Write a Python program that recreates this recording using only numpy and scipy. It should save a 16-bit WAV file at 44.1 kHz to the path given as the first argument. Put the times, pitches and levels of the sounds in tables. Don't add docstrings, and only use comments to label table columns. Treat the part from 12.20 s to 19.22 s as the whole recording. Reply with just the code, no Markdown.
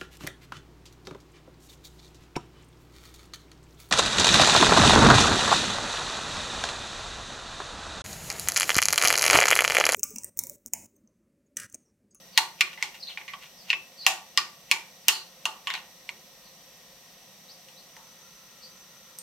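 import sys
import numpy as np
from scipy import signal
from scipy.fft import rfft, irfft, next_fast_len
from scipy.io import wavfile

SR = 44100
rng = np.random.default_rng(int(sys.argv[2]) if len(sys.argv) > 2 else 0)


def master_out(mix):
    frames = np.transpose(np.atleast_2d(mix))
    ceiling = np.clip(frames, -1, 1)
    pcm = np.round(ceiling * 32767).astype(np.int16)
    wavfile.write(sys.argv[1], SR, pcm)


N = 309582
TIME = np.arange(N) / SR


def amp(db):
    return 10 ** (np.asarray(db) / 20)


def rms_one(x):
    return x / np.sqrt(np.mean(x ** 2) + 1e-20)


def energy_one(x):
    return rms_one(x) / np.sqrt(x.shape[-1])


def at_hz(points, hz):
    point_hz, value = np.transpose(points)
    return np.interp(np.log(np.maximum(hz, 1)), np.log(point_hz), value)


def colour(x, points):
    size = 2 * next_fast_len(x.shape[-1])
    hz = np.fft.rfftfreq(size, 1 / SR)
    cepstrum = irfft(np.log(amp(at_hz(points, hz))))
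    cepstrum[1:size // 2] *= 2
    cepstrum[size // 2 + 1:] = 0
    response = np.exp(rfft(cepstrum))
    return irfft(rfft(x, size) * response, size)[..., :x.shape[-1]]


def through(x, response):
    return signal.fftconvolve(np.atleast_2d(x), np.atleast_2d(response), axes=-1)[:, :x.shape[-1]]


def resonant(points, peaks):
    hz = np.geomspace(20, SR / 2, 2000)
    power = 1 + sum(amp(2 * db) / (1 + (2 * (hz - centre) / width) ** 2) for centre, width, db in peaks)
    return np.c_[hz, at_hz(points, hz) + 10 * np.log10(power)]


def stereo_noise(size, likeness):
    alike = np.clip(at_hz(likeness, np.fft.rfftfreq(size, 1 / SR)), 0, 1)
    mid, side = rfft(rng.standard_normal((2, size)))
    left_right = np.sqrt(1 + alike) * mid + np.sqrt(1 - alike) * side * [[1], [-1]]
    return irfft(left_right, size)


# frequency_hz, t60_s
KITCHEN_DECAY = [(300, 0.5), (1000, 0.34), (2500, 0.3), (6000, 0.28), (14000, 0.28)]


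def kitchen(t, build_s=0.0014):
    noise = rfft(stereo_noise(len(t), [(1000, 0.86), (2500, 0.12), (8000, 0.096)]))
    hz = np.fft.rfftfreq(len(t), 1 / SR)
    centres, t60s = np.transpose(KITCHEN_DECAY)
    tail = 0
    for share, t60 in zip(np.eye(len(centres)), t60s):
        band = irfft(noise * at_hz(np.c_[centres, share], hz), len(t))
        tail = tail + band * amp(-60 * t / t60)
    return energy_one(tail * (1 - np.exp(-t / build_s)))


# frequency_hz, density_db (per Hz)
HISS_SPECTRUM = [(30, 8), (85, -8), (170, 6.5), (290, -1.5), (560, 1.5), (1000, 1.5), (1600, -4.5),
                 (3700, 3.5), (5000, 0), (6000, 7.5), (6500, -5), (9600, -4), (10400, -15.5), (13000, 0.5),
                 (16000, -13)]
# start_s, end_s, pitch_hz, width_hz, level_db (rms)
STOVE_TONES = [(0, 8, 180, 30.4, -68), (0, 8, 527, 25, -67), (0, 8, 1890, 70, -68.5),
               (0, 5.73, 5980, 45, -66), (0, 5.73, 716, 60, -69.5), (5.73, 8, 6060, 35, -61),
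               (5.73, 8, 1040, 49.6, -74.5), (5.73, 8, 1360, 70.5, -68.5)]
# frequency_hz, likeness (0-1)
STOVE_LIKENESS = [(50, 1), (170, 0.96), (1000, 0.78), (4000, 0.31), (14000, 0.12)]
HISS_DB = -53


def stove(echo_db=-11.0, echo_s=0.012):
    size = 2 * next_fast_len(N // 2 + 1)
    hz = np.fft.rfftfreq(size, 1 / SR)
    t = TIME[:SR // 10]
    echoes = energy_one(rng.standard_normal(len(t)) * np.exp(-t / echo_s))
    echoes = colour(echoes, [(300, -14.5), (2500, -2)])
    hiss = irfft(rfft(stereo_noise(size, STOVE_LIKENESS)) * amp(at_hz(HISS_SPECTRUM, hz)))[:, :N]
    out = rms_one(through(hiss, (t == 0) + amp(echo_db) * echoes)) * amp(HISS_DB)
    flow = rfft(stereo_noise(size, STOVE_LIKENESS))
    for start, end, centre, width, db in STOVE_TONES:
        tone = rms_one(irfft(flow / (1 + ((hz - centre) / width) ** 2))[:, :N])
        sounding = (TIME >= start) & (TIME < end)
        out = out + amp(db) * tone * sounding
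    return out


# start_s, length_s, pitch_hz (mid-glide), glide_octaves,
# level_db (rms, before the room mix and the trim)
CHIRPS = [(0.117, 0.095, 4230, -.35, -47.5), (0.796, 0.028, 4920, .3, -45.5),
          (0.822, .025, 4220, -0.17, -33), (0.867, .027, 4120, .4, -35.5), (0.882, .045, 3280, -0.8, -41),
          (1.356, 0.091, 4930, -0.48, -51), (1.772, 0.1, 4400, -0.18, -38.5),
          (2.886, 0.12, 4400, -.1, -35.5), (4.23, .07, 4410, -0.1, -55), (5.275, 0.063, 4680, 0.8, -47),
          (5.553, .07, 4220, 0.27, -52), (6.408, 0.07, 4460, 0.14, -46)]


def chirps(waver=0.067, waver_per_s=800, direct_db=0.0, trim_db=-3.5):
    out = np.zeros(N)
    for start, length, pitch_hz, glide, db in CHIRPS:
        along = np.linspace(0, 1, int(length * SR))
        knots = np.linspace(0, 1, int(length * waver_per_s) + 2)
        wavering = 1 + waver * np.interp(along, knots, rng.standard_normal(len(knots)))
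        hz = pitch_hz * 2 ** (glide * (along - .5)) * wavering
        tone = np.sin(np.pi * along) * np.sin(2 * np.pi * np.cumsum(hz) / SR)
        at = int(start * SR)
        out[at:at + len(along)] += amp(db) * rms_one(tone)
    t = TIME[:SR // 2]
    return amp(trim_db) * through(out, energy_one(amp(direct_db) * (t == 0) + kitchen(t)))


RACK_FROM_DB, RACK_DB, RACK_FOLLOWS = -36.5, -46, 0.45


def rack(hz=370, width_hz=38, build_s=0.024, t60_s=0.32):
    t = TIME[:2 * int(.3 * SR)]
    swell = (1 - np.exp(-t / build_s)) ** 2 * amp(-60 * t / t60_s)
    band = 1 / (1 + ((np.fft.rfftfreq(len(t), 1 / SR) - hz) / width_hz) ** 2)
    out = np.zeros(N)
    for start, knock_db, _, sparkle_db, *_ in KNOCKS:
        if knock_db < RACK_FROM_DB:
            continue
        at = int(start * SR)
        db = RACK_DB + RACK_FOLLOWS * (knock_db + sparkle_db / 2)
        ring = energy_one(irfft(rfft(rng.standard_normal(len(t))) * band) * swell)
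        out[at:at + len(t)] += amp(db) * ring * np.linalg.norm(swell) / swell.max()
    return out


# start_s (hardest push), level_db (at that push)
STROKES = [(0.46, -47), (0.53, -46), (0.62, -44), (0.75, -44.5), (0.9, -43), (1.0, -51), (1.235, -43.5),
           (1.5, -39), (3.57, -42.5)]
RUB_RISE_DB_PER_S, RUB_FALL_DB_PER_S, DRAG_DB = 520, 271, -24.5


def pressure():
    pushes = list(STROKES) + [(start, db + DRAG_DB) for start, db, *_ in KNOCKS]
    t = TIME[::64]
    levels = []
    for start, db in pushes:
        rise = RUB_RISE_DB_PER_S * (start - t)
        fall = RUB_FALL_DB_PER_S * (t - start)
        levels.append(db - np.maximum(rise, fall))
    return np.interp(TIME, t, np.max(levels, axis=0))


# frequency_hz, level_db
RUB_COLOUR = [(300, -42), (900, -10), (1500, -20), (2000, -3), (2700, -1), (3600, -7.5), (7000, -21),
              (14000, -25)]


def rubbing(slips_per_s=900, spread_db=3.0, room_db=-3.0):
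    t = TIME[:SR // 2]
    happens = rng.random(N) < slips_per_s / SR
    direction = rng.choice([-1, 1], N)
    strength = amp(spread_db * np.minimum(rng.exponential(1, N), 4))
    slips = happens * direction * strength
    in_room = through(slips, (t == 0) + amp(room_db) * kitchen(t))
    return rms_one(colour(in_room, resonant(RUB_COLOUR, BOWL_MODES))) * amp(pressure())


# pitch_hz, width_hz, level_db
BOWL_MODES = [(653, 30, 8.5), (760, 18, 9.5), (884, 15, 10), (1149, 17, 7), (1442, 54, 16), (1860, 68, 8.5),
              (2400, 48, 3), (2410, 50, 2), (2750, 26, -5.5), (2827, 150, 6), (3340, 100, 4.5),
              (3755, 60, 4.5), (3840, 17, -5), (4246, 58, 10.5), (4930, 45, 7), (5290, 200, 4),
              (6050, 200, 8), (7053, 200, 9), (7800, 160, 2), (9380, 170, -0.5), (12800, 230, -1)]
GLASS_SING_DB, SING_REACH_OCTAVES, GLASS_T60_S, FIRM_DB, T60_DOUBLES_DB = -4, 0.24, 0.28, -25, 12
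SPOON_T60_S = 0.15


def singing(trim_db=-1.0, room_db=-5.0, rise_s=0.00195):
    t = TIME[:2 * int(.2 * SR)]
    out = np.zeros(N + len(t))
    for start, db, body_db, _, hollow_hz, spoon_hz, ring_db, _ in KNOCKS:
        at, low_db = int(start * SR), db + body_db
        glass_t60 = GLASS_T60_S * 2 ** ((low_db - FIRM_DB) / T60_DOUBLES_DB)
        modes = [(spoon_hz, amp(db + ring_db), SPOON_T60_S)]
        for hz, *_ in BOWL_MODES:
            octaves = np.log2(hz / hollow_hz)
            if abs(octaves) < 1:
                gain = amp(low_db + GLASS_SING_DB) / (1 + (octaves / SING_REACH_OCTAVES) ** 2)
                modes.append((hz, gain, glass_t60))
        ring = sum(gain * amp(-60 * t / t60) * np.sin(2 * np.pi * hz * t) for hz, gain, t60 in modes)
        out[at:at + len(t)] += ring * (1 - np.exp(-t / rise_s))
    return amp(trim_db) * through(out[:N], energy_one((t == 0) + amp(room_db) * kitchen(t)))


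HIGH_FOLLOWS_SPARKLE, HIGH_DB_PER_OCTAVE, USUAL_SPOON_HZ = 0.36, 5, 2490


def band_levels(db, body_db, sparkle_db, spoon_hz):
    high_db = HIGH_FOLLOWS_SPARKLE * sparkle_db + HIGH_DB_PER_OCTAVE * np.log2(spoon_hz / USUAL_SPOON_HZ)
    return db + np.array([body_db, 0, high_db, sparkle_db])


BAND_EDGES_HZ = [550, 1500, 3200, 7000, 16000]


def set_tone(x, levels_db):
    size = int(.024 * SR)
    edges = np.array(BAND_EDGES_HZ)
    band = np.digitize(np.fft.rfftfreq(size, 1 / SR), edges) - 1
    centres = np.sqrt(edges[1:] * edges[:-1])
    for _ in range(2):
        power = 2 * np.mean(abs(rfft(x[:, :size])) ** 2, axis=0) / size ** 2
        now_db = [10 * np.log10(power[band == k].sum()) for k in range(len(levels_db))]
        x = colour(x, np.c_[centres, np.subtract(levels_db, now_db)])
    return x


# frequency_hz, level_db
CONTACT_COLOUR = [(40, -35), (300, -37.5), (560, -23.5), (800, -12.5), (1150, -2), (1350, -13),
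                  (1650, -2.5), (2000, 6.5), (2900, 4.5), (3500, 0), (7000, -14), (9600, -17.5),
                  (10400, -27), (12500, -21.5), (16000, -37)]
HOLLOW_DB = 14.5
CUSHION = 0.12


def knock(levels_db, hollow_hz, spoon_hz, room_db, cushion_db, crack_s=0.00051, chatter_s=.012,
          chatter_shape=1.64, scatter_db=1.0, hollow_width_hz=110, spoon_width_hz=260, spoon_db=14.5):
    t = TIME[:2 * int(.2 * SR)]
    crack = stereo_noise(len(t), [(1000, 0.85), (8000, 1.0)]) * np.exp(-t / crack_s)
    crack = colour(energy_one(crack), [(600, -28.5), (2000, 3.0)])
    chatter = stereo_noise(len(t), [(1200, 0.93), (2500, 0.78), (6000, 0.33)])
    chatter = energy_one(chatter * np.exp(-(t / chatter_s) ** chatter_shape))
    contact = energy_one(crack + amp(cushion_db) * chatter)
    tail = amp(room_db) * colour(kitchen(t), [(900, 3.5), (2500, -4), (4500, -1.5), (12000, -1)])
    peaks = [(hz, width, db + scatter_db * rng.standard_normal()) for hz, width, db in BOWL_MODES]
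    peaks += [(hollow_hz, hollow_width_hz, HOLLOW_DB), (spoon_hz, spoon_width_hz, spoon_db)]
    return set_tone(colour(contact + tail, resonant(CONTACT_COLOUR, peaks)), levels_db)


# start_s, level_db, body_db, sparkle_db, hollow_hz, spoon_hz, ring_db, room_db
KNOCKS = [(0.176, -18.5, -8.5, -7, 917, 4270, -26, -8.5),
          (0.4086, -18.5, -16.5, -12.5, 1149, 2410, -12, -9.5), (0.5306, -48, -14, -21, 780, 2870, -12, -4),
          (0.576, -44, -10, -28, 855, 2000, -12, 8), (0.6257, -27, -13.5, -12.5, 836, 2230, -17, -3),
          (0.974, -36, -13, -30, 840, 2320, -12, -2.5), (1.0127, -46, -11, -38, 886, 2220, -8, -5),
          (1.0794, -39.5, -15, -21.5, 1110, 2130, -18, 4), (1.1355, -42, 2.5, -21, 1149, 3150, -5, -12),
          (1.5022, -21.5, -25.5, -26.5, 870, 2630, -4.5, -4.5),
          (1.5298, -25.5, -14.5, -32, 1090, 2622, 3, -13),
          (1.8652, -18.5, -8.5, -7.5, 760, 2680, -22, -2.5), (2.175, -23, -5, -6.5, 1180, 5010, -12.5, -6),
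          (2.5138, -19, -15, -9.5, 905, 2336, -5, -6), (2.8832, -19.5, -13.5, -2, 1400, 2827, -17, -5),
          (3.2549, -28, -4.5, -10, 1275, 2827, -7, -5), (3.4717, -31, -6, -17, 1070, 3020, -2, -0.5),
          (3.5026, -32.5, -10, -17.5, 960, 3600, -10, -5), (3.5388, -36, -8, -14, 760, 4340, -18, -4),
          (3.552, -38, -9, -17, 830, 3960, -15, -12), (3.8911, -35.5, -15, -20.5, 946, 2260, -21, -8),
          (5.486, -57.5, -10, -5, 900, 2890, -18, 0), (5.7663, -54, -0.5, -7, 910, 1870, -9, 0),
          (6.9871, -69, -5.5, 28, 1020, 8640, -15, -1)]


def knocks(pan_db=-0.4):
    out = np.zeros((2, N))
    for start, db, body_db, sparkle_db, hollow_hz, spoon_hz, _, room_db in KNOCKS:
        at = int(start * SR)
        levels_db = band_levels(db, body_db, sparkle_db, spoon_hz)
        sound = knock(levels_db, hollow_hz, spoon_hz, room_db, -CUSHION * sparkle_db)[:, :N - at]
        out[:, at:at + sound.shape[1]] += sound
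    return out * amp([[pan_db / 2], [-pan_db / 2]])


def scene():
    return stove() + chirps() + rack() + rubbing() + singing() + knocks()


CUTOFF_HZ = 16200


def record(dry, ceiling=2.6, lopsided=0.031, low_cut_hz=42):
    rounded = ceiling * np.tanh(dry / ceiling)
    overloaded = rounded + lopsided * rounded ** 4
    low_cut = signal.butter(4, low_cut_hz, "high", fs=SR, output="sos")
    thin = signal.sosfilt(low_cut, overloaded)
    top_cut = signal.ellip(10, .2, 90, CUTOFF_HZ, fs=SR, output="sos")
    return signal.sosfilt(top_cut, thin)


dry = scene()
out = record(dry)
master_out(out)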